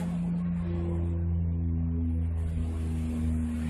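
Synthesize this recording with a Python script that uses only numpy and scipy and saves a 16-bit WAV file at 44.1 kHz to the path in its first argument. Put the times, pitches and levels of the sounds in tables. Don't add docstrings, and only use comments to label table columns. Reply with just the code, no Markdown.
import sys
import numpy as np
from scipy import signal
from scipy.fft import rfft, irfft, next_fast_len
from scipy.io import wavfile
from scipy.ndimage import uniform_filter1d, map_coordinates

SR = 44100
rng = np.random.default_rng(int(sys.argv[2]) if len(sys.argv) > 2 else 0)


def attenuation_scalar(level_db):
    decades = np.asarray(level_db, float) / 20
    return 10 ** decades


def wrap_up_sound(samples):
    columns = np.atleast_2d(samples).T
    tamed = np.clip(columns, -1, 1)
    steps = np.round(tamed * 32767).astype(np.int16)
    wavfile.write(sys.argv[1], SR, steps)


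N = 162729
TIME = np.arange(N) / SR


def unit(x):
    return x / np.sqrt(np.mean(x ** 2) + 1e-20)


def curve(rows):
    s, value = np.transpose(rows)
    return np.interp(TIME, s, value)


def wobble(rate):
    knots = rng.standard_normal(int(N * rate / SR) + 4)
    return map_coordinates(knots, [np.arange(N) * rate / SR])


def bumps(rows, t):
    return sum(db * np.exp(-((t - s) / half) ** 4) for s, half, db in rows)


def rush(spectrum, patchy_db):
    z = signal.stft(rng.standard_normal(N + SR), nperseg=2048)[2]
    field = uniform_filter1d(rng.standard_normal(z.shape), size=4, axis=0)
    field = uniform_filter1d(field, size=3, axis=1)
    patchy = signal.istft(z * attenuation_scalar(patchy_db * unit(field)), nperseg=2048)[1]
    size = next_fast_len(len(patchy))
    f, level = np.transpose(spectrum)
    log_hz = np.log(np.fft.rfftfreq(size, 1 / SR) + 1)
    colour = np.interp(log_hz, np.log(f + 1), level, left=-120, right=-120)
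    return unit(irfft(rfft(patchy, size) * attenuation_scalar(colour), size)[:N])


# t/s, blade rate f/Hz
BLADE_RATE = [
    (0, 86.14),
    (.5, 86.7),
    (.95, 85.13),
    (1.4, 84.44),
    (1.85, 82.85),
    (2.3, 82.34),
    (2.8, 80.91),
    (3.25, 79.38),
    (3.69, 79.26),
]


def aircraft():
    passes = np.cumsum(curve(BLADE_RATE)) / SR
    return blade_tones(passes) + shaft_tones(passes) + roar(passes)


def tone(turns, db):
    flicker_db, phase_sway_rad = 0.73, 0.24
    shaken = 2 * np.pi * (turns + rng.random()) + phase_sway_rad * wobble(13)
    return np.sqrt(2) * attenuation_scalar(db + flicker_db * wobble(12)) * np.sin(shaken)


# t/s, level/dB
FADE_1 = [(0, -42), (.2, -45.5), (.37, -48.5), (.48, -39.5), (.62, -38), (.7, -33), (.95, -30), (1.4, -29),
          (1.9, -31), (2.25, -28.5), (2.6, -31), (2.92, -31.5), (2.98, -30.5), (3.05, -33), (3.18, -35.5),
          (3.27, -29), (3.4, -30.5), (3.52, -35.5), (3.57, -32.5), (3.69, -36)]
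FADE_2 = [(0, -31.5), (.45, -29), (0.662, -33.5), (1.13, -37), (1.4, -34.5), (1.951, -36.5), (2.069, -47),
          (2.199, -37), (2.35, -47.5), (2.5, -36.5), (2.64, -40), (2.69, -56), (2.78, -47.5), (2.85, -40),
          (3.01, -35.5), (3.07, -40), (3.115, -55), (3.16, -40), (3.221, -35.5), (3.38, -40.5), (3.55, -50),
          (3.69, -35)]
FADE_3 = [(0, -70), (0.401, -55), (0.9, -70.5), (1.1, -46.5), (1.299, -68), (1.451, -50), (1.671, -38.5),
          (1.85, -39), (2.068, -34), (2.25, -42), (2.36, -53), (2.45, -46), (2.53, -55), (2.58, -38),
          (2.74, -40.5), (2.85, -42.5), (3.0, -37), (3.14, -32.5), (3.69, -34.5)]
FADE_4 = [(0, -57.5), (0.599, -75), (.67, -42), (.85, -38.5), (1.151, -42.5), (1.349, -51.5),
          (1.451, -63.5), (1.571, -51), (1.749, -48.5), (1.828, -64.5), (2.149, -51.5), (2.351, -73.5),
          (2.801, -50), (3.12, -51.5), (3.3, -54), (3.69, -60)]
FADE_5 = [(0, -57), (.3, -82), (.9, -59), (1.05, -49), (1.22, -73), (1.35, -55), (1.65, -63.5), (1.85, -61),
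          (1.98, -51), (2.1, -67), (2.33, -56.5), (2.45, -52), (2.6, -58.5), (2.72, -53), (3.1, -54.5),
          (3.3, -74), (3.69, -62)]
FADE_6 = [(0, -55), (.15, -67), (.58, -61.5), (.7, -60.5), (.85, -47), (1.0, -54), (1.25, -62.5),
          (1.45, -61), (1.7, -74), (2.08, -70.5), (2.16, -58.5), (2.3, -64), (2.6, -63.5), (2.7, -57),
          (2.97, -55.5), (3.1, -66), (3.69, -77)]


def blade_tones(passes):
    upper_sway_db = 4
    levels = [curve(rows) for rows in (FADE_1, FADE_2, FADE_3, FADE_4)]
    levels += [curve(rows) + upper_sway_db * wobble(12) for rows in (FADE_5, FADE_6)]
    return sum(tone(order * passes, db) for order, db in enumerate(levels, 1))


# multiple of shaft rate, level/dB
SHAFT_ORDERS = [
    (2, -48.5),
    (4, -58.5),
    (5, -59),
]


def shaft_tones(passes):
    blades, sway_db = 3, 3
    return sum(tone(multiple * passes / blades, db + sway_db * wobble(5.1))
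               for multiple, db in SHAFT_ORDERS)


# t/s, level/dB
ROAR_LEVEL = [(0, -44.5), (.3, -46.5), (.45, -49.5), (.6, -47), (.85, -43), (1.2, -48), (1.6, -52.5),
              (2.2, -51.5), (2.45, -50.5), (2.75, -46), (2.93, -48.5), (3.15, -45), (3.4, -49), (3.69, -45)]
# f/Hz, level/dB per Hz
ROAR_SPECTRUM = [(55, -28), (130, -1), (215, 7), (300, -2), (600, -6), (950, -11.5), (1100, -11.5),
                 (1200, -24.5)]


def roar(passes):
    chop = 1 + 0.42 * np.cos(2 * np.pi * passes)
    level = attenuation_scalar(curve(ROAR_LEVEL) + 0.7 * wobble(5.6))
    return chop * level * rush(ROAR_SPECTRUM, patchy_db=3.5)


# t/s, level/dB
WIND_STRENGTH = [(0, -49), (.05, -55.5), (.3, -60), (.55, -59), (.68, -56), (.9, -61.5), (1.15, -65),
                 (1.5, -68.5), (1.7, -70), (1.85, -66), (2.1, -66.5), (2.4, -61.5), (2.75, -60.5),
                 (3.15, -57.5), (3.45, -58), (3.69, -53)]
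# t/s, half length/s, level/dB
RUSTLE_BUMPS = [(0.392, 0.019, 3.5), (0.583, 0.032, 3), (0.712, 0.052, -0.5), (0.9, 0.071, 3),
                (0.961, 0.013, 3), (1.09, 0.036, 4.5), (2.102, 0.01, 5.5), (2.248, 0.022, 3),
                (2.499, 0.011, 2), (2.58, 0.11, .5), (2.71, 0.015, 0), (3.38, 0.1, -0.5)]


def breeze():
    strength_db = curve(WIND_STRENGTH)
    rustle_db = bumps(RUSTLE_BUMPS, TIME)
    return leaves(strength_db, rustle_db) + twigs(strength_db, rustle_db) + air(strength_db, rustle_db)


# t/s, level/dB
LEAF_LEVEL = [(0, -3.5), (.1, -6), (.3, -8.5), (.34, -14), (.75, -15), (.95, -10), (1.1, -9), (1.5, -9),
              (2.2, -6.5), (2.35, -10), (2.4, -3), (2.6, -4.5), (2.8, -1), (3.15, -2), (3.4, -2.5),
              (3.69, -6)]
# f/Hz, level/dB per Hz
DULL_BUSH = [(4000, -30), (5700, -9), (7000, 0), (9000, 0), (11000, -1.5), (11400, -6), (13400, -9),
             (15500, -14)]
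# f/Hz, level/dB per Hz
BRIGHT_BUSH = [(4000, -30), (5900, -12), (6900, -4.5), (11000, 0), (11300, -8), (13300, -9), (13800, -15),
               (15500, -24)]


def leaves(strength_db, rustle_db):
    lull_s = 1.6
    hiss = np.where(TIME < lull_s, rush(DULL_BUSH, patchy_db=2.56), rush(BRIGHT_BUSH, patchy_db=1.73))
    return attenuation_scalar(strength_db + curve(LEAF_LEVEL) + rustle_db + 0.51 * wobble(16)) * hiss


# t/s, level/dB
TWIG_LEVEL = [(0, -5), (.1, -3), (.22, -6), (.6, -9.5), (.7, -3), (.8, -6), (.92, -9), (1.07, -5),
              (1.2, -6), (1.6, -5.5), (1.9, -7), (2.2, -5), (2.45, -4), (2.6, -4), (2.75, -0.5), (3.0, -1),
              (3.25, -1.5), (3.38, -8), (3.52, -5.5), (3.69, -4.5)]
# f/Hz, level/dB per Hz
TWIG_SPECTRUM = [(1900, -25.5), (2300, -0.5), (2700, 0.5), (3500, -4.5), (4300, -10), (5000, -12),
                 (5800, -16), (7000, -36.5)]


def twigs(strength_db, rustle_db):
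    level = attenuation_scalar(strength_db + curve(TWIG_LEVEL) + rustle_db / 2 + 0.9 * wobble(11))
    return level * rush(TWIG_SPECTRUM, patchy_db=3.5)


# f/Hz, level/dB per Hz
AIR_SPECTRUM = [(300, -6), (700, -4.5), (1250, 3.5), (2200, 2.5), (2700, -7), (3200, -30)]


def air(strength_db, rustle_db):
    level = attenuation_scalar(strength_db + 0.16 + rustle_db / 2 + 0.81 * wobble(7.9))
    return level * rush(AIR_SPECTRUM, patchy_db=3.5)


# t/s, pitch f/Hz, glide/(Hz per s), length/s, level/dB
BODY_PUFFS = [(.012, 842, 0, 0.013, -43), (.158, 236, -2, 0.012, -38.5), (0.128, 724, -3500, 0.03, -49.5),
              (0.178, 618, 902, .02, -48), (.262, 829, 603, 0.012, -46), (.035, 633, 0, 0.018, -48.5),
              (.35, 507, 0, 0.011, -51), (0.042, 1130, 0, 0.015, -51.5), (0.116, 1080, 0, .03, -55),
              (.42, 1085, -2, 0.0122, -53.5), (.49, 1090, -4, 0.025, -53), (.625, 1061, 0, .015, -54),
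              (0.666, 52.4, 0, 0.017, -37), (2.501, 45, -7, 0.083, -43.5), (2.465, 648.7, 2, 0.028, -56.5),
              (2.523, 651, 0, 0.028, -55), (2.661, 676, 0, .025, -56), (2.693, 286, 701, 0.065, -54),
              (3.312, 616, 0, 0.017, -51), (3.368, 692, 402, 0.018, -53.5), (3.417, 1087, 2, 0.015, -57),
              (3.629, 1090, 0, 0.037, -62)]


def puffs():
    total = np.zeros(N)
    for s, hz, glide, length, db in BODY_PUFFS:
        t = TIME - s
        rough = 1 + 0.6 * wobble(90)
        swell = np.exp(-0.5 * (t / length) ** 2)
        total += attenuation_scalar(db) * rough * swell * np.sin(2 * np.pi * t * (hz + glide * t / 2))
    return total


# t/s, level/dB
RUMBLE_LEVEL = [(0, -52), (.28, -42), (.4, -58.5), (.5, -50), (.7, -41.5), (1.1, -53), (1.5, -57),
                (2.2, -57.5), (2.5, -39.5), (2.7, -44), (2.9, -54), (3.2, -52), (3.69, -55)]
# f/Hz, level/dB per Hz
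RUMBLE_SPECTRUM = [(20, -35), (33, -25), (42, -2), (52, 0), (66, -5), (75, -14), (150, -30), (300, -70)]


def rumble():
    return attenuation_scalar(curve(RUMBLE_LEVEL) - 0.5 * wobble(7.3)) * rush(RUMBLE_SPECTRUM, patchy_db=2.5)


def scene():
    return (aircraft() + breeze() + puffs() + rumble())[None]


# f/Hz, level/dB
MUTE_LIMIT = [(1500, -101), (2400, -92.5), (3000, -92), (4000, -94), (5900, -92.5), (7000, -95.5),
              (11000, -94), (11300, -89.5), (14000, -91)]
# t/s, half length/s, level/dB
SPARE_MOMENTS = [(.02, .04, 6), (.105, .017, 8), (.23, .015, 4), (.28, .035, 3), (.39, .027, 4),
                 (.465, .015, 2), (.583, .047, 4), (.8, .06, 1.5), (1.6, .45, -1), (2.4, .03, 6.5),
                 (2.45, .018, -3), (2.495, .016, 7), (2.59, .07, -2.5), (2.71, .045, 6), (2.82, .045, 5),
                 (2.915, .015, 5), (3.005, .035, 5), (3.065, .018, -3), (3.11, .018, 4), (3.195, .04, 4),
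                 (3.345, .022, 4), (3.315, .016, -4), (3.42, .045, -2.5), (3.5, .022, 6), (3.59, .028, 5),
                 (3.68, .015, 4)]


def muted(x):
    frame, frame_start, narrow_bins, wide_bins = 1024, 688, 8, 32
    frame_sway_db, band_sway_db = 0.7, 1.4
    lead = frame - frame_start
    window = signal.windows.kaiser_bessel_derived(2 * frame, 4 * np.pi)
    hz, t, z = signal.stft(np.pad(x, (lead, 0)), SR, window, nperseg=2 * frame)
    edges = [0]
    while edges[-1] < frame - wide_bins:
        edges.append(edges[-1] + int(np.clip(edges[-1] // 44 * 4, narrow_bins, wide_bins)))
    widths = np.diff(edges + [len(hz)])
    power = np.add.reduceat(abs(z) ** 2, edges, axis=0) / widths[:, None]
    limit_db = np.interp(hz[edges], *np.transpose(MUTE_LIMIT), left=-200)[:, None]
    limit_db = limit_db + frame_sway_db * rng.standard_normal(len(t))
    limit_db += band_sway_db * rng.standard_normal(power.shape)
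    limit_db -= bumps(SPARE_MOMENTS, t - lead / SR)
    keep = np.repeat(power > attenuation_scalar(2 * limit_db), widths, axis=0)
    return signal.istft(z * keep, SR, window, nperseg=2 * frame)[1][lead:lead + N]


def band_limit(x):
    return signal.sosfilt(signal.butter(12, 15300, fs=SR, output="sos"), x)


def record(dry):
    mix = muted(dry[0])[None]
    return band_limit(mix)


dry = scene()
out = record(dry)
wrap_up_sound(out)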